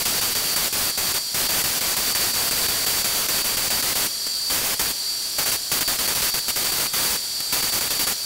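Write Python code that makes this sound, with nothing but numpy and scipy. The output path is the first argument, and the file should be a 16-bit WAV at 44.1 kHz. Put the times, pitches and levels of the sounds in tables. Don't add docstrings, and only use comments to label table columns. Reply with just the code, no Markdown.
import sys
import numpy as np
from scipy import signal
from scipy.fft import rfft, irfft, next_fast_len
from scipy.io import wavfile
from scipy.ndimage import uniform_filter1d

SR = 44100
rng = np.random.default_rng(int(sys.argv[2]) if len(sys.argv) > 2 else 0)


def rack_gain(trim_db):
    fader = np.asarray(trim_db, float)
    return 10 ** (fader / 20)


def wav_out(sig):
    wavfile.write(sys.argv[1], SR, np.round(np.clip(np.atleast_2d(sig).T, -1, 1) * 32767).astype(np.int16))


N = 363825
T = np.arange(N) / SR


def level(x, db):
    return x * rack_gain(db) / np.sqrt(np.mean(x ** 2))


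def coloured(points):
    hz, db = np.transpose(points)
    size = next_fast_len(N)
    f = np.maximum(np.fft.rfftfreq(size, 1 / SR), 1)
    gain = rack_gain(np.interp(np.log(f), np.log(hz), db))
    noise = irfft(rfft(rng.standard_normal(size)) * gain, size)[:N]
    return level(noise, 0)


def walk(rate):
    hold = int(SR / rate)
    steps = np.repeat(rng.standard_normal(N // hold + 1), hold)
    slewed = uniform_filter1d(uniform_filter1d(steps, hold), hold)[:N]
    return slewed / slewed.std()


def lag(x, tau):
    pole = np.exp(-1 / (tau * SR))
    return signal.lfilter([1 - pole], [1, -pole], x, zi=[pole * x[0]])[0]


def gun():
    # (open [s], close [s], opening surge [dB])
    trigger_pulls = [(0.0, 0.028, -1), (0.053, 0.195, 5.5), (0.212, 0.332, 1), (0.351, 0.544, 4.5),
                     (0.561, 0.681, 7.5), (0.726, 0.906, 2), (0.975, 1.121, 3.3), (1.139, 1.182, 2),
                     (1.344, 1.468, 4.5), (1.489, 1.619, 3), (1.639, 1.789, 1.5), (1.808, 1.945, 3),
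                     (1.966, 2.126, 6), (2.149, 2.316, 6), (2.335, 2.491, 0), (2.51, 2.665, 6.5),
                     (2.683, 2.847, 3.5), (2.864, 3.02, 5), (3.043, 3.266, 2.5), (3.285, 3.419, 7.5),
                     (3.443, 3.551, 3.5), (3.569, 3.682, 3.5), (3.703, 3.807, 5), (3.825, 3.931, 3.5),
                     (3.953, 4.069, 1.5), (4.266, 4.271, 0), (4.498, 4.744, 0.5), (4.794, 4.914, 5.5),
                     (5.384, 5.439, 6.5), (5.458, 5.504, 2), (5.516, 5.562, 5), (5.716, 5.791, 6.5),
                     (5.807, 5.831, 6), (5.877, 5.961, 7.5), (5.987, 6.063, 3), (6.076, 6.137, 4),
                     (6.15, 6.211, 3), (6.219, 6.3, 4.5), (6.34, 6.391, 6), (6.482, 6.507, 4),
                     (6.559, 6.634, 5), (6.643, 6.705, 2), (6.718, 6.791, 3), (6.798, 6.868, 2),
                     (6.934, 7.165, 4), (7.403, 7.405, 5.5), (7.524, 7.608, 4), (7.625, 7.699, 4.5),
                     (7.721, 7.79, 1.5), (7.809, 7.88, 5), (7.904, 7.975, 6), (7.992, 8.045, 4.5),
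                     (8.068, 8.127, 4)]
    # (frequency [Hz], power per Hz [dB])
    jet_spectrum = [(30, 0), (3000, -0.2), (6000, -0.3), (10000, -0.7), (14000, -0.6), (16000, 0)]
    jet_db, surge_s = -24, 0.012
    rise_s, vent_s = 0.0005, 0.0022
    tail_db, tail_s = -4, 0.0041
    valve = np.zeros(N)
    for start, stop, surge_db in trigger_pulls:
        a, b = int(start * SR), int(stop * SR)
        since = T[a:b] - start
        valve[a:b] = rack_gain(jet_db + surge_db * np.exp(-since / surge_s)) ** 2
    opened = lag(valve, rise_s)
    vented = np.maximum(opened, lag(valve, vent_s))
    power = vented + rack_gain(tail_db) ** 2 * lag(vented, tail_s)
    swing = rack_gain(0.95 * walk(30))
    return np.sqrt(power) * swing * coloured(jet_spectrum)


def whistle(swell_db):
    # (time [s], frequency [Hz])
    pitch_drift = [(0, 4618), (.12, 4627), (.35, 4615), (.6, 4610), (1.7, 4614), (2.05, 4607), (2.5, 4615),
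                   (3.3, 4607), (4.3, 4612), (4.75, 4607), (5.1, 4614), (5.7, 4605), (7.0, 4613),
                   (7.8, 4611), (8.02, 4618), (8.25, 4607)]
    # (multiple of shaft speed, level before waver and swell [dB])
    shaft_harmonics = [(37, -16), (38, -19), (39, -18.5), (40, -18.5), (41, -14.5), (42, -10.5), (43, -0.5),
                       (44, -25), (46, -14.5), (48, -22)]
    loudest = 43
    waver_db, waver_rate = 0.8, 60
    flicker_db, flicker_rate = 2.06, 20
    shaft_hz = np.interp(T, *np.transpose(pitch_drift)) / loudest
    shaft_phase = 2 * np.pi * np.cumsum(shaft_hz) / SR
    lines = 0
    for multiple, line_db in shaft_harmonics:
        smear = 0.38 * walk(25) + 2 * np.pi * rng.random()
        moving_db = line_db + waver_db * walk(waver_rate) + flicker_db * walk(flicker_rate)
        lines = lines + np.sqrt(2) * rack_gain(moving_db) * np.sin(multiple * shaft_phase + smear)
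    return lines * rack_gain(swell_db)


def housing(swell_db):
    # (centre [Hz], width of one filter pass [Hz], rms level before wander and swell [dB])
    resonances = [(3280, 210, -47), (3680, 150, -49.5), (4220, 300, -41.5), (4560, 320, -38),
                  (4970, 250, -42), (5190, 170, -43.5), (5770, 280, -40.5), (6350, 100, -55),
                  (6700, 150, -52.5), (6970, 130, -48.5), (7220, 220, -45.5), (7530, 130, -48.5),
                  (7760, 230, -52), (8210, 390, -44.5), (8590, 230, -52.5), (8940, 240, -49),
                  (10000, 260, -52.5)]
    body = 0
    for centre_hz, width_hz, ring_db in resonances:
        b, a = signal.iirpeak(centre_hz, centre_hz / width_hz, SR)
        ring = signal.lfilter(b, a, signal.lfilter(b, a, rng.standard_normal(N)))
        body = body + level(ring, ring_db) * rack_gain(0.7 * walk(12))
    return body * rack_gain(0.29 * (swell_db - swell_db.mean()))


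def rushing_air():
    # (frequency [Hz], power per Hz [dB])
    rush_spectrum = [(30, -6.5), (2300, -5), (2800, -3.5), (4000, -2), (6500, -1.2), (9000, 0), (12000, 0),
                     (12500, -2.8), (16000, -3.3)]
    return level(coloured(rush_spectrum), -31) * rack_gain(0.39 * walk(13))


def blower():
    # (time [s], level [dB])
    whistle_swells = [(0, -34), (.12, -33), (.55, -32), (.71, -36.5), (.85, -32), (2.0, -33.5), (2.3, -32),
                      (3.05, -31.5), (3.19, -34.5), (3.4, -31), (4.09, -34), (4.33, -28.5), (4.7, -37),
                      (5.1, -29), (5.6, -34), (6.2, -31), (6.9, -34), (7.3, -32), (8.25, -33.5)]
    swell_db = np.interp(T, *np.transpose(whistle_swells))
    return whistle(swell_db) + housing(swell_db) + rushing_air()


def scene():
    return np.tile(gun() + blower(), (2, 1))


def low_pass(x):
    return signal.sosfilt(signal.butter(12, 17080, fs=SR, output="sos"), x)


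def record(dry):
    top_hz = 15750
    spectrum = rfft(dry)
    spectrum[:, int(top_hz * N / SR):] = 0
    mix = irfft(spectrum, N)
    return low_pass(mix)


dry = scene()
out = record(dry)
wav_out(out)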